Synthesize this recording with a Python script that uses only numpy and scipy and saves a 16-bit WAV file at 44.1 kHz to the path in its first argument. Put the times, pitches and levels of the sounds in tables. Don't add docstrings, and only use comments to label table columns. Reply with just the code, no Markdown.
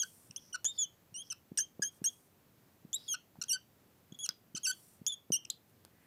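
import sys
import numpy as np
from scipy import signal
from scipy.fft import rfft, irfft
from scipy.io import wavfile

SR = 44100
rng = np.random.default_rng(int(sys.argv[2]) if len(sys.argv) > 2 else 0)


def waveform_to_disk(signal):
    frames = np.transpose(np.atleast_2d(signal))
    scaled = np.clip(frames, -1, 1) * 32767
    samples = np.round(scaled).astype(np.int16)
    wavfile.write(sys.argv[1], SR, samples)


def invert_db(x):
    u = np.asarray(x, float) / 20
    return 10 ** u


N = 267422

# start t/s, end t/s, build-up time/s, half-rate lines level/dB, their tilt/dB per line
ALTERNATIONS = [(0.03, 0.05, 0.0038, -1.5, 0.5), (0.542, 0.58, 0.0048, -4, -1.5),
                (0.636, 0.654, 0.0027, -9.5, 3.5), (1.322, 1.36, .002, -15, -2.5),
                (1.573, 1.575, 0.0014, -8, -2.5), (1.5853, 1.5928, 0.0024, -4.5, -0.1),
                (1.819, 1.835, 0.0018, -4, -0.16), (2.043, 2.01, 0.0017, -13, 4.5),
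                (3.14, 3.152, 0.0033, -3, -2.5), (3.41, 3.445, 0.002, -6, 1.5),
                (3.527, 3.565, 0.008, 4.5, 0.1), (4.26, 4.267, 0.0022, 6.5, 4),
                (4.554, 4.567, 0.0018, -14.5, 1), (4.562, 4.587, 0.0063, -1.5, 1.1),
                (4.665, 4.722, 0.003, 2, 2.75), (5.328, 5.323, 0.0021, -12, 4)]


def on_log(hz, table):
    f, v = np.transpose(table)
    return np.interp(np.log(np.maximum(hz, 1)), np.log(f), v)


def band(x, hz, width_hz):
    return signal.lfilter(*signal.iirpeak(hz, hz / width_hz, fs=SR), x)


def wander(n, rate):
    x = signal.lfilter(*signal.butter(2, rate, fs=SR), rng.standard_normal(n + 6000))
    return x[-n:] / x.std()


def ring(hz, t60, t):
    return np.sin(2 * np.pi * hz * t) * np.exp(-np.log(1000) * t / t60)


def add(out, s, x):
    i = int(round(s * SR))
    out[i:i + len(x)] += x[:N - i]


def alternation(t):
    even_db, settle_s = -43.5, 0.0032
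    start, end, build, db, tilt_db = np.transpose(ALTERNATIONS)[..., None]
    on = np.clip(np.minimum((t - start) / build, (end - t) / settle_s) + .5, 0, 1)
    half_db = even_db + (on * (db - even_db)).max(axis=0)
    return on.max(axis=0), half_db, (on * tilt_db).sum(axis=0)


def lowest_db(t):
    # level/dB, level/dB, dealt out one by one to all start
    lowest = [(0.6, 6), (2.4, 1), (-1, 3.3), (-0.5, -2), (0.5, -4.7), (1, -1), (-0.7, 4.5), (0.5, -1.5),
              (-1, 0), (1, -6.5), (-27.5, 7), (-4, -7), (-9.5, 0), (1.5, -18), (-4.5, 6.5), (6, -6)]
    times = np.sort(np.array(ALTERNATIONS)[:, :2].ravel())
    return np.interp(t, times, np.ravel(lowest))


def squeak(rows, tilt_db, first_db, top_db, roll_tilt_db=0, roll_first_db=0, third_db=0, slope_db=0):
    # f/Hz, level/dB
    barrel = [(1500, -1.5), (3000, -6), (4500, -0.5), (6000, 4), (7500, -7), (8700, -5), (9400, -12),
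              (10000, -19.5), (11500, -14.5), (13000, -22), (14000, -32), (15500, -44)]
    s, *columns = np.transpose(rows)
    t = np.arange(s[0], s[-1], 1 / SR)
    hz, level_db = (np.interp(t, s, c) for c in columns)
    on, half_db, half_tilt_db = alternation(t)

    along = (t - s[0]) / (s[-1] - s[0]) - .5
    tilt_db = tilt_db + roll_tilt_db * along
    first_db = first_db + roll_first_db * along

    jitter, chatter, slow_hz = .005, .36, 2950
    slowness = np.clip(1 - hz / slow_hz, 0, 1)
    uneven = jitter + chatter * slowness * (.06 + invert_db(np.minimum(half_db, 0)))
    turn = np.pi * np.cumsum(hz * (1 + uneven * wander(len(t), 1500))) / SR

    k = np.arange(1, 12)[:, None]
    line_hz = k * hz / 2
    colour_db = on_log(line_hz, barrel) + k * np.where(k % 2, half_tilt_db, tilt_db)
    size = invert_db(colour_db) * (line_hz < .36 * SR)
    size[0::2] *= invert_db(np.minimum(half_db, 9)) / np.linalg.norm(size[2:7:2], axis=0)
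    rate_khz = (hz - hz.mean()) / 1000
    size[5] *= invert_db(third_db + slope_db * 3 * rate_khz)
    size[1::2] /= np.linalg.norm(size[3:8:2], axis=0)

    reference_db, lag, loss_db = -35.5, 0.77, -1.5
    db_per_khz, swell_db, fade_s = 1.5, 2.5, 0.002
    size[1] = invert_db(first_db - lag * (level_db - reference_db) + loss_db * on
                  + db_per_khz * rate_khz + swell_db * wander(len(t), 55))
    size[1] *= np.clip(np.minimum(2 * (t - s[0]), s[-1] - t) / fade_s, 0, 1)
    size[0] *= invert_db(lowest_db(t))
    size[7:] *= invert_db(top_db + .3 * (level_db - level_db.max()))
    size *= invert_db([1.1 * wander(len(t), 45) for _ in k])
    lines = size * np.sin(k * turn + rng.uniform(0, 2 * np.pi, k.shape))

    attack_s, release_s = 0.00036, 0.0011
    edge = np.clip(np.minimum((t - s[0]) / attack_s, (s[-1] - t) / release_s), 0, 1)
    flutter_db = (.2 + 35 * uneven) * wander(len(t), 400)
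    return np.sqrt(2) * invert_db(level_db + flutter_db) * edge * lines.sum(axis=0)


def squeaks(pen):
    # t/s, slip rate f/Hz, level/dB
    first_sides = [
        [(0.0, 3330, -27.5), (0.012, 3275, -34), (0.022, 3120, -30.5), (0.0315, 2650, -48), (0.0325, 3070, -40),
         (0.035, 3160, -37.5), (0.039, 2870, -45), (0.042, 2840, -69)],
        [(0.361, 2600, -42), (0.363, 2900, -37.5), (0.368, 3150, -41.5), (0.374, 3320, -55), (0.385, 3365, -58)],
        [(0.526, 3000, -74.5), (0.531, 2996, -43), (0.543, 2820, -44), (0.546, 2960, -40.5), (0.552, 2940, -40),
         (0.557, 2770, -41.5), (0.563, 2400, -57.5)],
        [(0.645, 3290, -29.5), (0.65, 3580, -41), (0.653, 3400, -24), (0.656, 2950, -37), (0.661, 3380, -28),
         (0.669, 3420, -31), (0.68, 3610, -38), (0.708, 3670, -51.5), (0.715, 3640, -72), (0.733, 3660, -82)],
        [(0.778, 3480, -80), (0.785, 3540, -50), (0.788, 3473, -32), (0.815, 3404, -33), (0.824, 3360, -31),
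         (0.84, 3180, -35.5), (0.853, 3060, -48.5), (0.857, 3000, -71.5)],
        [(1.142, 2856, -48.5), (1.16, 2834, -43.5), (1.187, 3094, -44), (1.223, 3316, -44), (1.228, 3240, -69)],
        [(1.301, 3120, -43), (1.311, 3014, -35.5), (1.3215, 2587, -45), (1.3228, 3010, -39.5),
         (1.329, 2560, -43), (1.333, 2660, -68)],
    ]
    # t/s, slip rate f/Hz, level/dB
    last_sides = [
        [(1.5745, 2990, -30.5), (1.581, 2820, -27.5), (1.5848, 2500, -32.5), (1.5865, 3404, -30.5),
         (1.5912, 3360, -30), (1.5922, 3126, -29.5), (1.601, 2814, -35.5), (1.608, 3132, -29),
         (1.652, 3213, -58)],
        [(1.82, 3150, -40.5), (1.823, 3260, -32), (1.828, 3386, -31), (1.8345, 3330, -36.5),
         (1.8352, 2860, -30.5), (1.84, 3156, -35.5), (1.86, 3177, -37.5), (1.879, 3287, -41.5),
         (1.898, 3260, -65)],
        [(2.0415, 2750, -33), (2.046, 2954, -31.5), (2.053, 2780, -29.5), (2.0575, 2920, -33),
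         (2.061, 3254, -25), (2.07, 3170, -28.5), (2.08, 3276, -30.5), (2.088, 3374, -36.5), (2.097, 3330, -65)],
    ]
    # t/s, slip rate f/Hz, level/dB
    stem = [
        [(2.93, 3150, -29), (2.933, 3390, -40), (2.947, 3706, -30.5), (2.962, 3870, -47), (2.972, 3870, -70)],
        [(3.08, 3580, -52), (3.087, 3324, -42), (3.122, 3210, -37), (3.136, 2976, -32.5), (3.141, 2730, -43.5),
         (3.143, 2886, -40), (3.147, 2930, -42), (3.154, 2550, -48)],
        [(3.4147, 2894, -36), (3.422, 2823, -36.5), (3.4285, 2410, -43)],
        [(3.483, 3300, -45.5), (3.49, 3220, -49), (3.496, 2944, -32.5), (3.503, 2943, -32.5),
         (3.509, 2742, -31), (3.519, 2833, -27.5), (3.535, 3117, -36.5), (3.55, 3050, -44), (3.572, 2987, -63)],
        [(4.189, 3270, -41), (4.192, 3334, -47), (4.206, 3310, -47), (4.222, 3440, -49), (4.245, 3280, -37),
         (4.2585, 2750, -41), (4.2595, 2920, -41), (4.265, 2660, -47), (4.268, 2600, -57)],
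    ]
    # t/s, slip rate f/Hz, level/dB
    letters = [
        [(4.55, 3080, -36), (4.553, 3030, -39.5), (4.559, 3120, -38), (4.5685, 2400, -46.5),
         (4.577, 2880, -41.5), (4.581, 3050, -43), (4.585, 3150, -57)],
        [(4.6325, 3280, -40.5), (4.642, 3320, -40), (4.648, 3140, -34.5), (4.657, 2790, -30),
         (4.662, 2740, -33.5), (4.6645, 2660, -32), (4.667, 2530, -38)],
        [(4.667, 3040, -37.5), (4.676, 3020, -35), (4.683, 3127, -35.5), (4.692, 3063, -41.5),
         (4.701, 2970, -37), (4.71, 3000, -39.5), (4.714, 3050, -40), (4.716, 3305, -53), (4.72, 3330, -53)],
        [(5.0647, 2644, -28.5), (5.068, 3380, -31.5), (5.0715, 3417, -30.5), (5.077, 3247, -30),
         (5.082, 3415, -30), (5.086, 3570, -42.5), (5.11, 3495, -54.5), (5.124, 3420, -64)],
        [(5.121, 3430, -47), (5.126, 3404, -41), (5.142, 3305, -43), (5.156, 3280, -80)],
        [(5.32, 2730, -28), (5.326, 3150, -30), (5.341, 2862, -28), (5.355, 2808, -30.5), (5.366, 3074, -35.5),
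         (5.385, 3180, -71.5)],
        [(5.5, 2860, -35), (5.503, 3850, -27), (5.5055, 4180, -63), (5.51, 4000, -60)],
    ]
    # stack tilt/dB per line, fundamental level/dB at reference, top lines level/dB
    grips = [(-1.5, -12, 6), (4.5, -13.5, -2), (0, -16.5, -5), (-2, -8, 0), (-4, -9, 7), (5, -15, -29),
             (-0.5, -15, 0.5), (2, -16, -9.5), (0, -17.5, 2), (0, -13, -2), (1, -4.5, 6), (1.5, -6, 0),
             (1, -12.5, -8.5), (2, -10, -3.5), (3, -12, -10), (0, -15, -5.5), (1.5, -10.5, -3.5),
             (1.5, -11, -2.5), (1.9, -4, 1.5), (4.5, -12, -21), (1, -9.5, -1.5), (1.7, -1, 0)]
    # tilt/dB per line, fundamental/dB; third harmonic/dB throughout
    rolls = [(-0.5, -13, -4), (14.5, 8, 4.5), (-2, 1.2, -0.2), (0.3, 4.5, -5), (2, -12.5, -0.8),
             (7.5, 6, 0), (8, -6, 1), (-2, -3, -5), (4.5, 2.5, -0.5), (-6, 10, -5.5), (2.5, 9.5, -3),
             (-0.5, -2, -0.2), (10, 5, -4.5), (-1, -0.5, 1), (-7, -1, 3.3), (2, -11, -2.5), (-3.5, 6, 0.5),
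             (4, 18, -4), (4.3, 8.5, -0.6), (.2, -8.5, -0.3), (-0.3, -2.5, 1), (4, 18, -1.2)]
    third_slopes = [-1, 2, .3, -5, 2, 3, 6, -12.5, -5, -12, .3, 3, -7, 11.5, -1.3, -9, 2.3, 4, -0.8, -2,
                    7.5, 1]
    curves = first_sides + last_sides + stem + letters
    for rows, grip, roll, slope_db in zip(curves, grips, rolls, third_slopes):
        add(pen, rows[0][0], squeak(rows, *grip, *roll, slope_db))


def chirp(s, length, first_hz, last_hz, db):
    shape = ((0, -2.5), (0.58, 0), (1, -11))
    return [(s + u * length, first_hz + u * (last_hz - first_hz), db + drop_db) for u, drop_db in shape]


def catches(pen):
    # t/s, length/s, first rate f/Hz, last rate f/Hz, peak level/dB
    brief_catches = [
        (0.3094, 0.0039, 2830, 2770, -44),
        (3.4369, 0.0067, 2770, 3370, -41),
        (4.122, 0.0074, 3220, 3430, -56.5),
        (4.145, 0.011, 3380, 3380, -61),
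        (4.722, 0.015, 3210, 3390, -46),
        (5.45, 0.006, 3150, 2440, -42.5),
    ]
    for catch in brief_catches:
        add(pen, catch[0], squeak(chirp(*catch), 0.37, -14.5, -16))


def tap(contact_ms):
    # f/Hz, level/dB, t60/s
    modes = [(172, -.5, 0.026), (300, -15, .03), (600, -10, 0.014)]
    rebound_s = .0013
    u = np.arange(-.005, .005, 1 / SR) / (contact_ms * 0.00033)
    push = np.exp(-u ** 2 / 2)
    t = np.arange(0, .1, 1 / SR)
    board = sum(invert_db(db) * ring(hz, t60, np.maximum(t - rebound_s, 0)) for hz, db, t60 in modes)
    out = np.convolve(board, push / push.sum())
    out[:len(u)] += (np.where(u < 0, 1, .35) * u ** 2 - 1) * push
    out[:len(u)] += 0.13 * ((2 * u) ** 2 - 1) * push ** 4
    return out


def taps(pen):
    # t/s, peak level/dB, contact time/ms
    landings = [(0.3045, -45, 5.3), (1.127, -50, 4.8), (1.5196, -35.5, 3), (1.796, -33.5, 1.97),
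                (2.0194, -35.5, 3), (2.852, -40.5, 3.6), (3.3897, -42.5, 4.3), (4.1246, -39.5, 3.8),
                (4.2911, -45, 0.87), (4.549, -37.5, 3.4), (5.0181, -40, 3.8), (5.3048, -29, 2.04)]
    for s, db, contact_ms in landings:
        add(pen, s - .005, invert_db(db) * tap(contact_ms))


def snap(crack_db, hz, ring_db, t60):
    t = np.arange(0, .04, 1 / SR)
    burst = rng.standard_normal(len(t)) * np.exp(-t / .0008)
    crack = band(band(burst, 6500, 10000), 6500, 10000)
    choke = (1 - np.exp(-t / 0.000054)) * np.exp(-(t / (0.75 * t60)) ** 4)
    return invert_db(crack_db) * crack + invert_db(ring_db) * ring(hz, t60, t) * choke


def snaps(pen):
    # t/s, crack level/dB, ring f/Hz, ring level/dB, ring t60/s
    releases = [(0.6451, -25, 1066, -28.5, 0.0015), (1.5742, -25.5, 6500, -31, 0.0027),
                (2.0411, -31.5, 1655, -44, 0.022), (2.932, -39, 6000, -46, 0.0072),
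                (3.3562, -68, 827, -48.5, 0.0086), (3.3695, -66.5, 813, -53.5, 0.0079),
                (4.29, -28, 6100, -27, 0.012), (4.2908, -28, 4930, -20.5, 0.016),
                (4.29, -49, 1470, -38.5, 0.021), (4.309, -50, 3330, -45, 0.028),
                (5.066, -36, 5740, -35, 0.013), (5.4998, -36, 3890, -40, 0.013),
                (5.506, -60, 4840, -37.5, 0.022), (5.687, -66, 10600, -69, 0.0026),
                (5.697, -63, 10500, -58.5, 0.0027), (5.704, -62, 10600, -60, 0.003),
                (5.85, -41, 523, -33, 0.0017)]
    for s, *blow in releases:
        add(pen, s, snap(*blow))


def slide(start, end, first_db, last_db, hz, bright_db):
    # f/Hz, width/Hz, level/dB
    bright = [(9400, 5000, 0), (8850, 600, -11), (11700, 800, -15)]
    n = int((end - start) * SR)
    fibres = rng.standard_normal(n) * invert_db(1.2 * wander(n, 60))
    tip = band(band(fibres, hz, 1000), hz, 1000)
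    high = sum(invert_db(db) * band(band(fibres, f, w), f, 2 * w) * np.sqrt(SR / w) for f, w, db in bright)
    x = tip / tip.std() + invert_db(bright_db) * high / high.std()
    u = np.linspace(0, 1, n)
    edge = np.clip(np.minimum(u / .08, (1 - u) / .3), 0, 1)
    return x * invert_db(first_db + (last_db - first_db) * u) * edge


def slides(pen):
    # start t/s, end t/s, first level/dB, last level/dB,
    # resonance f/Hz
    drags = [
        (0.379, 0.54, -67, -66, 5700),
        (0.712, 0.795, -72.5, -58, 4850),
        (1.219, 1.308, -70, -63, 5600),
        (2.955, 3.13, -66.5, -61, 4920),
        (2.969, 3.1, -68, -70, 3700),
        (3.44, 3.483, -64.5, -76, 4700),
        (4.295, 4.35, -59.5, -87, 5100),
        (4.58, 4.641, -66.5, -73, 4770),
        (5.503, 5.577, -54, -82, 4500),
        (5.898, 6.096, -82, -70, 1830),
    ]
    # start t/s, end t/s, first level/dB, last level/dB, bright hiss level/dB
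    sweeps = [
        (0.017, 0.38, -79, -89, 18.5),
        (1.909, 2.002, -84.5, -81, 12.5),
        (2.078, 2.363, -77, -96.5, 14),
        (4.257, 4.288, -78, -68, 3),
        (4.724, 5.019, -79, -85, 16),
    ]
    for stroke in drags:
        add(pen, stroke[0], slide(*stroke, -8.5))
    for *stroke, bright_db in sweeps:
        add(pen, stroke[0], slide(*stroke, 6000, bright_db))


def room(x):
    # f/Hz, t60/s, level/dB
    decays = [(280, 0.41, -12), (1460, 0.076, -2.5), (3150, 0.21, -9), (4700, 0.085, -27),
              (7000, 0.43, -35)]
    t = np.arange(0, .5, 1 / SR)
    tail = 0
    for hz, t60, db in decays:
        fade = np.exp(-np.log(1000) * t / t60)
        echoes = band(band(rng.standard_normal(len(t)), hz, .7 * hz), hz, .7 * hz)
        tail = tail + invert_db(db) * echoes * fade / np.linalg.norm(fade)
    return signal.fftconvolve(x, tail * np.clip(t / 0.002 - .5, 0, 1))[:N]


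def air():
    # f/Hz, level/dB per Hz
    spectrum = [(20, -40.5), (37, -11), (52, -23), (85, -2), (190, -3), (450, -10.5), (870, -16),
                (4000, -25.5), (15600, -29), (15800, -62)]
    noise_db, sway_db = -68, .6
    whine_db, whine_hz, mains_hz, flip = -74, 14400, 50, 8
    x = irfft(rfft(rng.standard_normal(N)) * invert_db(on_log(np.fft.rfftfreq(N, 1 / SR), spectrum)), N)
    noise = x / x.std() * invert_db(noise_db + sway_db * wander(N, 1.7))
    t = np.arange(N) / SR
    whine = np.sin(2 * np.pi * whine_hz * t) * np.tanh(flip * np.sin(np.pi * mains_hz * t))
    return noise + invert_db(whine_db) * whine


def scene():
    pen = np.zeros(N)
    squeaks(pen)
    catches(pen)
    taps(pen)
    snaps(pen)
    slides(pen)
    pen = signal.sosfiltfilt(signal.butter(2, 80, "high", fs=SR, output="sos"), pen, padtype=None)
    pen = signal.sosfilt(signal.ellip(6, .3, 50, 15700, fs=SR, output="sos"), pen)
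    return (pen + room(pen) + air())[None]


def low_pass(x):
    return signal.sosfilt(signal.butter(12, 16530, fs=SR, output="sos"), x)


def record(dry):
    return low_pass(dry)


dry = scene()
out = record(dry)
waveform_to_disk(out)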